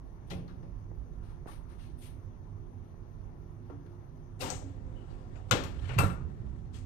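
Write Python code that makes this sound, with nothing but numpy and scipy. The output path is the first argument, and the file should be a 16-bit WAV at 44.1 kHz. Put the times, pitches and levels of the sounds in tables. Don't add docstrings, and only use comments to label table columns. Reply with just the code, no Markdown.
import sys
import numpy as np
from scipy import signal
from scipy.fft import rfft, irfft, next_fast_len
from scipy.io import wavfile
from scipy.ndimage import uniform_filter1d

SR = 44100
rng = np.random.default_rng(int(sys.argv[2]) if len(sys.argv) > 2 else 0)


def store_pcm(level_fs):
    pcm = np.round(np.clip(level_fs, -1, 1) * 32767).astype(np.int16)
    wavfile.write(sys.argv[1], SR, np.atleast_2d(pcm).T)


def volts_from_db(level):
    exponent = np.asarray(level, float) / 20
    return 10 ** exponent


N = 302085
TIME = np.arange(N) / SR
SIZE = next_fast_len(N + 4000)
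HZ = np.fft.rfftfreq(SIZE, 1 / SR) + 1
PORT_LAG = 17

# start_s, peak_db, tilt_db_per_octave, t60_s, favoured_hz
TAPS = [(0.301, -43, 0, 0.055, 4930), (0.306, -42, 2, 0.15, 3160), (.315, -39.5, -7.5, 0.034, 2840),
        (0.479, -58, 4.5, 0.027, 4500), (.482, -51.5, -1, 0.27, 1270), (.63, -53, -8, 0.068, 5000),
        (1.469, -49.5, -4, 0.1, 920), (3.699, -51, -9, 0.09, 1110), (3.863, -56.5, 2, 0.047, 1460),
        (4.41, -33.5, 2.5, 0.14, 4520), (4.418, -35, 6.5, 0.025, 10500), (4.502, -31, 8, 0.0091, 7200),
        (5.357, -44.5, -5, 0.044, 6940), (6.464, -63, -4, 0.096, 3000), (6.744, -51, 5, 0.025, 3400),
        (.304, -44.5, 4, 0.31, 10400), (4.5025, -47, -4, .015, 13500)]
CLACKS = [
    (5.511, -14.5, 5, 0.05, 1280),
    (5.522, -17, -3.5, 0.057, 3050),
    (5.637, -29.5, 2.5, 0.059, 11100),
    (5.892, -38.5, -3.5, 0.74, 2280),
    (5.981, -31, -5, 0.079, 4200),
    (5.986, -17.5, -1, 0.14, 1240),
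    (5.988, -32.5, 10, 0.04, 9600),
    (6.035, -32, -4, 0.12, 1240),
    (6.1, -40.5, -6, 0.048, 1350),
]
# time_s, friction_db
LIFTING = [
    (4.6, -87),
    (4.69, -72),
    (4.79, -79),
    (5.06, -75),
    (5.12, -70.5),
    (5.3, -78.5),
    (5.365, -72),
    (5.47, -77.5),
    (5.5, -64),
]


def rms_one(x):
    return x / np.sqrt(np.mean(x ** 2) + 1e-20)


def in_time(rows):
    return np.interp(TIME, *np.transpose(rows), left=-150, right=-150)


def at_hz(points, hz):
    table = np.array(points)
    return np.interp(np.log(hz), np.log(table[:, 0]), table[:, 1])


def filtered(x, response):
    padded = np.concatenate([x[..., 2000:0:-1], x, x[..., :-2001:-1]], axis=-1)
    return irfft(rfft(padded, SIZE) * response, SIZE)[..., 2000:N + 2000]


def drift(rate):
    r = np.exp(-80 * np.pi * rate / SR)
    noise = rng.standard_normal(N // 40 + 2002)
    slow = signal.lfilter([1], [1, -2 * r, r * r], noise)[2000:]
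    return np.interp(np.arange(N) / 40, np.arange(len(slow)), rms_one(slow))


def ring(clicks, hz, t60):
    r, w = volts_from_db(-60 / (t60 * SR)), 2 * np.pi * hz / SR
    return signal.lfilter([0, np.sin(w)], [1, -2 * r * np.cos(w), r * r], clicks + 1e-18)


def stroke(start, held, db, attack, fade_db_per_s):
    age = TIME - start
    fading_db = db - fade_db_per_s * np.maximum(age - held, 0)
    return volts_from_db(2 * fading_db) * np.clip(1 + age / attack, 0, 1) ** 4


def swings(rows):
    out, age = np.zeros(N + SR), TIME[:SR // 2]
    for s, db, hz, t60 in rows:
        level = volts_from_db(db + 3 - 60 * age / t60)
        build = 1 - np.exp(-age * hz * 3)
        close = np.clip(10 - 20 * age, 0, 1)
        out[int(s * SR):][:len(age)] -= level * build * np.sin(2 * np.pi * hz * age) * close
    return out[:N]


def struck(modes, blows, level_db, shorten):
    out, touches = np.zeros(N), np.arange(12)
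    for hz, mode_db, t60 in modes:
        clicks = np.zeros(N)
        chances = rng.standard_normal((len(blows), 12))
        for (s, db, *_), chance in zip(blows, chances):
            touch_db = db + mode_db + level_db - 2.56 * touches
            clicks[int(s * SR) + 13 * touches ** 2] += volts_from_db(touch_db) * chance / 2
        out += ring(clicks, hz, min(t60, .45) * shorten)
    return out


def banded(gain_at, count):
    # pitch_hz, likeness (0 to 1)
    likeness = [(40, 0.41), (150, 0.6), (400, 0.55), (1000, 0.022), (4000, 0.044), (12000, 0.081)]
    out, edges = np.zeros((2, N)), 22 * 2 ** np.arange(0, 9.6, 1 / 3)[-count:]
    white = rng.standard_normal((2, 2, N + 4000))
    for k, (low, high) in enumerate(zip(edges, edges[1:])):
        hz = np.sqrt(low * high)
        alike = np.clip(at_hz(likeness, hz), 0, 1)
        common, apart = np.sqrt(1 + alike), np.sqrt(1 - alike)
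        pair = np.array([[common, apart], [common, -apart]]) @ white[k % 2]
        band = signal.butter(2, [low, high], "band", fs=SR, output="sos")
        out += gain_at(hz) * signal.sosfilt(band, pair)[:, 4000:]
    return out


def far_ports(x):
    # pitch_hz, left_minus_right_db
    balance = [(28, -11.5), (60, -13.5), (150, -2.5), (380, 0.5), (950, 3), (2380, 9), (5980, 5.5),
               (15000, -3)]
    colour = volts_from_db(at_hz(balance, HZ) / 2 * np.array([[1], [-1]]))
    lag = np.exp(-2j * np.pi * HZ * np.array([[0], [PORT_LAG]]) / SR)
    return filtered(x, colour * lag)


def room_tone():
    # pitch_hz, level_db (per Hz)
    colour = [(22, -5), (46, 1), (66, -6.5), (102, -4), (200, -16), (350, -20), (450, -26), (950, -28.5),
              (1500, -39.5), (2400, -50), (5000, -54.5), (6200, -52.5), (9000, -58), (15500, -62)]
    # pitch_hz, width_hz, level_db
    hum = [
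        (100.04, 3.5, -54),
        (151.6, 19.3, -58),
        (249.2, 3.5, -64.5),
        (350, 8.5, -65),
        (409.4, 48, -69.5),
        (1000, 6.9, -81),
        (1863, 81, -86.5),
        (6060, 91, -88),
    ]
    # time_s, deep_rumble_db
    hand = [(0, 3), (.3, 0), (1.0, 3), (1.8, 1.5), (2.8, -3), (3.3, 1), (3.65, -7.5), (4.4, -1.5),
            (5.6, 3.5), (5.95, 5), (6.85, 2.5)]
    # start_s, level_db (over the room tone), fading_db_per_s
    booms = [
        (0.308, 8, 36),
        (4.4, 6.5, 10),
        (5.535, 15, 47),
        (5.8, 2.5, 11),
        (5.985, 17, 75),
        (6.2, 8, 11.5),
    ]
    deep = in_time(hand)
    boom = 10 * np.log10(1 + sum(stroke(s, 0, db, .022, fade) for s, db, fade in booms))

    def gain_at(hz):
        swell = deep if hz < 70 else boom * np.clip(np.log2(900 / hz) / 2, 0, 1)
        return volts_from_db(at_hz(colour, hz) + swell + 1.73 * drift(11.2))

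    tone = banded(gain_at, count=29)
    tone *= volts_from_db(-46.5 - 2.0) / np.std(tone[:, 2 * SR:4 * SR])
    drone = sum(volts_from_db(db) * rms_one(ring(rng.standard_normal(N), hz, 3.7 / width)) for hz, width, db in hum)
    return far_ports(tone + drone)


def grip():
    # start_s, level_db, pitch_hz
    ticks = [
        (.916, -35, 402),
        (1.459, -38, 804),
        (1.463, -27.5, 350),
        (2.943, -44.5, 670),
        (3.7, -36, 605),
        (6.035, -16.5, 493),
        (6.212, -41, 580),
        (6.445, -41.5, 350),
    ]
    out, touch = np.zeros(N), np.pad(np.hanning(24) / 10, (0, 2000))
    for s, db, hz in ticks:
        out[int(s * SR):][:len(touch)] += volts_from_db(db) * ring(touch, hz, 0.0064)
    return out * volts_from_db([[-8], [3]])


def drag():
    # pitch_hz, width_hz, level_db
    sole = [(293.7, 14, 9), (397.5, 21, 14), (515, 29, 12.5), (610, 81, 11.5), (736, 22, 10.5),
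            (775, 510, 14.5), (1110, 23, -7), (1280, 73, -13), (1720, 49, -51.5)]
    # start_s, held_s, level_db
    scuffs = [
        (4.413, 0.11, -34.5),
        (4.56, 0.059, -46),
        (4.676, 0.026, -73),
    ]
    effort_db = in_time(LIFTING)
    power = sum(stroke(*row, attack=0.022, fade_db_per_s=305) for row in scuffs)
    power += (effort_db > -120) * volts_from_db(2 * (-57 + 0.19 * (effort_db + 82.0)))
    grit = rng.standard_normal(N) * volts_from_db(3.0 * drift(70))
    hollow = sum(volts_from_db(db) * rms_one(ring(grit, hz, 7.3 / max(width, 25))) for hz, width, db in sole)
    return volts_from_db(-5.0) * np.sqrt(power) * rms_one(hollow)


def rubs():
    # start_s, held_s, level_db, sheen_db, weight_db
    fingers = [
        (.28, .02, -73.5, -9, 2),
        (1.235, 0.086, -73.5, -13, 11),
        (1.484, 0.044, -62, -7.5, 7.5),
        (1.7, 0.032, -71, -10.5, 11),
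        (1.795, 0.066, -66.5, -14, 1),
        (2.024, 0.043, -61, -6.5, -9),
        (1.99, .03, -73.5, 2, -12),
    ]
    palm = [
        (4.411, 0.0083, -48.5, -7.5, -6),
        (4.43, 0.069, -48.5, -17, 4),
        (6.744, 0.026, -61, -18, 0.5),
    ]
    # time_s, friction_db
    shutting = [
        (5.66, -73),
        (5.75, -67),
        (5.87, -59.5),
        (5.9, -53.5),
        (5.945, -58),
        (6.15, -80),
        (6.38, -78),
        (6.46, -76),
        (6.73, -84),
    ]
    # (edge dB, sheen dB, weight dB)
    layers = [(stroke(s, held, db, .03, 200), (-6, *tint)) for s, held, db, *tint in fingers]
    layers += [(stroke(s, held, db, 0.024, 182), (-1, *tint)) for s, held, db, *tint in palm]
    grain = volts_from_db(0.5 + 0.56 * drift(90))
    rattle_db = 2 * drift(42)
    layers += [(volts_from_db(2 * in_time(LIFTING)), (-8, -13, 8.1))]
    layers += [(volts_from_db(2 * (in_time(shutting) + rattle_db)), (-9.5, -16.5, 8.6))]
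    powers, tints_db = map(np.array, zip(*layers))
    octaves = [-3, -1.5, .3, 1.2, 1.9, 2.4, 3.0, 3.3, 4]
    edge = [0, 0, 0, 0, 0, 1, 1, 0, 0]
    sheen = [0, 0, 0, 0, 0, 0, .3, 1, 1]
    weight = [0, 1, 1, 0, 0, 0, 0, 0, 0]

    def gain_at(hz):
        shares = [np.interp(np.log2(hz / 1000), octaves, share) for share in (edge, sheen, weight)]
        power = volts_from_db(2 * (tints_db + (-2.0, 2.5, 3)) @ shares) @ powers
        return grain * np.sqrt(power) * volts_from_db(-30 * (hz < 160) - 2.3 * (hz > 11500))
    return gain_at


def clatter(hz):
    # pitch_hz, level_db (per Hz)
    clang = [(88, -36), (150, -9.5), (420, -5.5), (500, -5.5), (930, -6), (1040, -13), (3980, -22),
             (7560, -35.5), (9360, -49), (13800, -35.5), (15500, -54)]
    # pitch_hz, t60_s
    room_t60 = [(150, 0.6), (1000, 0.48), (5000, 0.36), (14000, 0.31)]
    power, age = np.zeros(N + SR), TIME[:SR // 3]
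    rise = 1 - np.exp(-age * hz / 4)
    tail = volts_from_db(-15.5 - 120 * age / at_hz(room_t60, hz))
    tail += volts_from_db(15.0 - 120 * age / 0.01)
    for s, db, tilt, t60, peak_hz in TAPS + CLACKS:
        favour_db = 11 * np.exp(-(np.log2(hz / peak_hz) / 0.37) ** 2)
        colour_db = tilt * np.log2(hz / 2000) + favour_db
        burst = volts_from_db(-120 * age / max(t60, .01))
        power[int(s * SR):][:len(age)] += volts_from_db(2 * (db + colour_db)) * rise * (burst + tail)
    return volts_from_db(at_hz(clang, hz) + 5.5) * np.sqrt(power[:N])


def pings():
    # start_s, peak_db, pitch_hz, t60_s
    rods = [(.305, -60, 2710, 0.036), (.312, -58, 1372, 0.11), (.318, -55, 3240, 0.081),
            (.316, -55, 2000, .05), (.316, -57, 4000, .04), (.335, -59, 2470, 0.036),
            (.353, -49, 774, 0.13), (.334, -59, 2100, 0.067), (1.4745, -47, 734, 0.066),
            (1.475, -52, 1520, 0.032), (1.481, -62, 1770, 0.039), (1.485, -51, 1143, 0.13),
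            (1.493, -54, 860, 0.13), (4.406, -49, 2720, 0.069), (4.407, -48, 4670, .05),
            (4.417, -49, 2480, .06), (4.418, -44.5, 1055, 0.18), (4.422, -46, 1206, .1),
            (4.428, -40, 296, 0.1), (4.419, -40.5, 534, 0.15), (4.445, -39, 894, 0.087),
            (4.478, -41, 756, .06), (4.482, -39, 308, .1), (4.501, -36, 783, 0.064), (4.527, -38, 774, .08),
            (4.575, -44, 760, 0.11), (4.46, -50, 2800, .08), (4.465, -40.5, 912, .12),
            (4.482, -42, 837, 0.095), (4.502, -43, 4430, 0.026), (4.503, -46, 7800, .03),
            (4.505, -45, 1320, 0.053), (5.511, -27, 1450, 0.06), (5.518, -30, 1330, 0.053),
            (5.514, -28, 503, .09), (5.513, -37.5, 2913, 0.073), (5.516, -33, 3580, 0.061),
            (5.524, -41, 1740, 0.092), (5.513, -33, 1055, .12), (5.552, -31.5, 482, 0.11),
            (5.897, -51.5, 2870, .05), (5.896, -49.5, 2020, 0.033), (5.856, -59, 2330, .04),
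            (5.638, -54, 1055, .1), (5.908, -44, 1480, 0.057), (5.987, -32.5, 2030, 0.03),
            (6.018, -49, 1400, 0.065), (6.035, -38, 710, 0.066), (6.05, -49, 1430, 0.099),
            (6.06, -48, 1863, 0.071), (6.082, -45, 1196, 0.086), (6.146, -52.5, 1405, 0.087),
            (6.175, -53, 1460, 0.052)]
    return swings(rods)


def tray():
    # pitch_hz, level_db, t60_s
    modes = [(177, -18, 0.97), (253, -22, 5.0), (570, -16, 3.8), (770, -6, 5.0), (2000, -12, 0.19),
             (3550, -21, 0.17), (4060, -11, 0.18), (6030, -28, 0.52)]
    return struck(modes, TAPS[1:4], level_db=0.0, shorten=0.24)


def hinge():
    # start_s, length_s, pitch_hz, level_db
    squeaks = [(0.476, 0.054, 1380, -65), (.48, .03, 3850, -75), (1.703, 0.037, 2140, -76),
               (1.79, 0.042, 2800, -73), (1.81, .03, 4000, -75), (4.945, 0.072, 2970, -69),
               (5.094, 0.025, 4550, -72), (5.094, .025, 3950, -73), (5.1, .025, 2850, -74),
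               (5.13, 0.028, 2600, -75), (4.62, .3, 1850, -76), (5.17, 0.1, 4900, -82),
               (5.29, .07, 1850, -73), (5.352, 0.03, 1470, -62), (5.354, 0.02, 2600, -67),
               (5.355, .02, 6980, -76), (5.36, .02, 4900, -77), (5.41, .02, 2850, -73),
               (5.788, 0.0075, 3200, -58), (5.84, .03, 3050, -62), (6.151, 0.079, 2670, -75),
               (6.243, .2, 1850, -73)]
    out = np.zeros(N + SR)
    for s, length, hz, db in squeaks:
        age = TIME[:SR] / length
        whistle = rms_one(ring(rng.standard_normal(SR), hz, 0.018))
        out[int(s * SR):][:SR] += volts_from_db(db + 0.5) * age * np.exp(1 - age * 2) * whistle
    return out[:N]


def spring():
    # pitch_hz, level_db, t60_s
    modes = [(512, -17, 0.46), (1055, -10, 0.29), (1240, -14, 0.2), (1280, -9.5, 0.12), (1436, -8.5, 0.11),
             (1580, -22, 0.15), (2086, -14, 0.2), (2493, -14, 0.15), (2990, -11, 0.14), (3820, -13, 0.096),
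             (4080, -16.5, 0.084), (4200, -14, .12), (5560, -18.5, 0.2), (7180, -7, 0.04)]
    return struck(modes, CLACKS[:2], level_db=-6.5, shorten=0.4)


def door():
    # pitch_hz, level_db, t60_s
    modes = [(418, -20, .2), (725, -0.5, 0.3), (930, -10.5, 0.25), (1215, -2, 0.27), (1347, 9, 0.098),
             (1435, -6, 0.4), (1790, -24, 0.16), (2390, -6, 0.088), (2670, -8.5, 0.2), (3900, -11, 0.11),
             (5830, -30.5, .2), (8220, -23, .2)]
    return struck(modes, CLACKS[4:], level_db=-9.5, shorten=0.8)


def thuds():
    # start_s, peak_db, pitch_hz, t60_s
    flexes = [(0.309, -40.5, 176.1, 0.99), (.33, -40.5, 333, 0.052), (3.7, -48, 378, .12),
              (3.71, -46.5, 285, 0.62), (4.429, -42, 258.5, 0.52), (4.64, -45.5, 276.3, 0.62),
              (5.5105, -25.5, 110, 0.2), (5.5275, -26, 112, .1), (5.522, -31.5, 199, .15),
              (5.538, -30.5, 288.5, 0.14), (5.77, -30.5, 69.7, 0.29), (5.834, -31, 91.3, 0.43),
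              (5.898, -35, 125, 1), (5.9655, -19, 120.9, 0.22), (5.9825, -23, 111, 0.088),
              (5.992, -18.5, 103, 0.093), (5.994, -23.5, 146.3, 0.082), (6.004, -21.5, 100.7, .08),
              (6.014, -32.5, 75, .2), (6.0415, -13.5, 100.5, 0.035), (6.0515, -24, 100.7, 0.085),
              (6.075, -31.5, 117, .12), (6.0625, -19, 106, 0.036), (6.057, -26, 186, 0.072),
              (6.09, -38, 178.4, 0.3), (6.112, -31, 72.6, 0.17), (6.025, -33, 300, .06),
              (6.07, -41, 420, 0.13), (6.215, -35.5, 96.4, 0.24), (6.252, -24.5, 96, 0.055),
              (6.44, -40.5, 62.3, 1)]
    return swings(flexes) * volts_from_db([[-1.5], [.4]])


def echoed(x):
    # delay_s, level_db
    echoes = [(.0023, -29), (.0047, -17), (.0073, -15), (.0119, -20.5), (.018, -14.5)]
    response = 1
    for k, (s, db) in enumerate(echoes):
        response = response + (-1) ** k * volts_from_db(db) * np.exp(-2j * np.pi * HZ * s)
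    return filtered(x, response)


def near_ports(x):
    # pitch_hz, level_db
    left_port = [(60, -11.5), (150, 1), (400, 0), (750, 1), (1250, 5.5), (2400, 8), (4400, 7), (8300, 13),
                 (9400, 8.5), (15000, 3)]
    # pitch_hz, level_db
    open_loss = [(60, 17), (110, 3), (200, -2.5), (500, 2.5), (1100, -8.5), (2400, -9), (7800, -12.5),
                 (9000, 2), (10400, 0), (12000, -14), (15500, -12)]
    # pitch_hz, level_db
    dull_loss = [(60, 16), (110, 3.5), (200, 0.5), (500, -2.5), (1200, -15), (3000, -26), (5500, -35),
                 (7200, -43), (8300, -43), (9000, -17.5), (9700, -7), (10500, -19), (12500, -25),
                 (15500, -16)]
    # time_s, level_db
    open_path = [
        (0, 0),
        (4.48, -6),
        (4.5, -32),
        (5.5, -11),
        (5.62, -18),
        (5.85, -26.5),
        (5.975, -25),
        (5.985, -3.5),
        (6.035, -32),
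        (6.85, -27),
    ]
    # time_s, level_db (more at the right port)
    turn = [
        (0, -2),
        (1.2, 0.5),
        (2.2, 0.5),
        (4.3, -2.5),
        (5.5, -1.5),
        (5.97, -1),
        (6.03, 2),
        (6.06, 2.5),
        (6.3, 3.5),
        (6.85, 0.5),
    ]
    left, right = filtered(x, volts_from_db(at_hz(left_port, HZ)))
    lag = np.exp(-2j * np.pi * HZ * PORT_LAG / SR)
    share = np.clip(volts_from_db(in_time(open_path)), 0, 1)
    in_open = filtered(right, volts_from_db(at_hz(open_loss, HZ)) * lag)
    in_dull = filtered(right, volts_from_db(at_hz(dull_loss, HZ)) * lag)
    return np.array([left, (share * in_open + (1 - share) * in_dull) * volts_from_db(in_time(turn))])


def scene():
    rub = rubs()
    hiss = banded(lambda hz: np.hypot(rub(hz), clatter(hz)), count=22)
    rings = spring() + door() + tray()
    near = echoed(hiss + rings + pings() + drag()) + thuds() + hinge()
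    return room_tone() + near_ports(near) + grip()


def thinned(x):
    # port, until_s, low_hz, high_hz, below_db
    quiet_gaps = [
        (0, 4.38, 6750, 8250, -67),
        (1, 6.85, 6500, 8400, -72),
        (0, 6.85, 14700, 16000, -92),
        (1, 6.85, 14700, 16000, -92),
    ]
    # from_s, to_s, low_hz, high_hz, cut_db
    busy_gaps = [(.3, .45, 11200, 15700, -4), (.34, .45, 15000, 15700, -15), (4.45, 4.49, 8750, 11500, -7),
                 (4.49, 5.98, 8750, 15700, -7.5), (4.51, 4.7, 15200, 15700, -15),
                 (5.52, 5.63, 14700, 15700, -14), (4.5, 4.72, 8750, 10500, -22), (6.0, 6.2, 8800, 9400, -8),
                 (4.72, 5.5, 8750, 9400, -12), (6.0, 6.2, 13800, 15700, -8), (6.16, 6.73, 8750, 15700, -8)]
    out = x.copy()
    gaps = [(port, 0, end, low, high, below, -14) for port, end, low, high, below in quiet_gaps]
    gaps += [(0, start, end, low, high, -38, cut) for start, end, low, high, cut in busy_gaps]
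    for port, start, end, low_hz, high_hz, below_db, cut_db in gaps:
        span = slice(max(int((start - .1) * SR), 0), min(int((end + .1) * SR), N))
        length = span.stop - span.start
        size = next_fast_len(length)
        hz = np.fft.rfftfreq(size, 1 / SR)
        window = np.clip(np.minimum(hz - low_hz, high_hz - hz) / 200 + .5, 0, 1)
        band = irfft(rfft(out[port, span], size) * window, size)[:length]
        quiet = uniform_filter1d(band ** 2, size=512) < volts_from_db(2 * below_db)
        active = 1. * quiet * (TIME[span] > start) * (TIME[span] < end)
        out[port, span] -= (1 - volts_from_db(cut_db)) * band * uniform_filter1d(active, size=1024)
    return out


def low_pass(x):
    return signal.sosfilt(signal.butter(12, 16500, fs=SR, output="sos"), x)


def record(dry):
    below_top = np.clip((15750 - HZ) / 150, 0, 1)
    mix = thinned(filtered(dry, below_top))
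    return low_pass(mix)


dry = scene()
out = record(dry)
store_pcm(out)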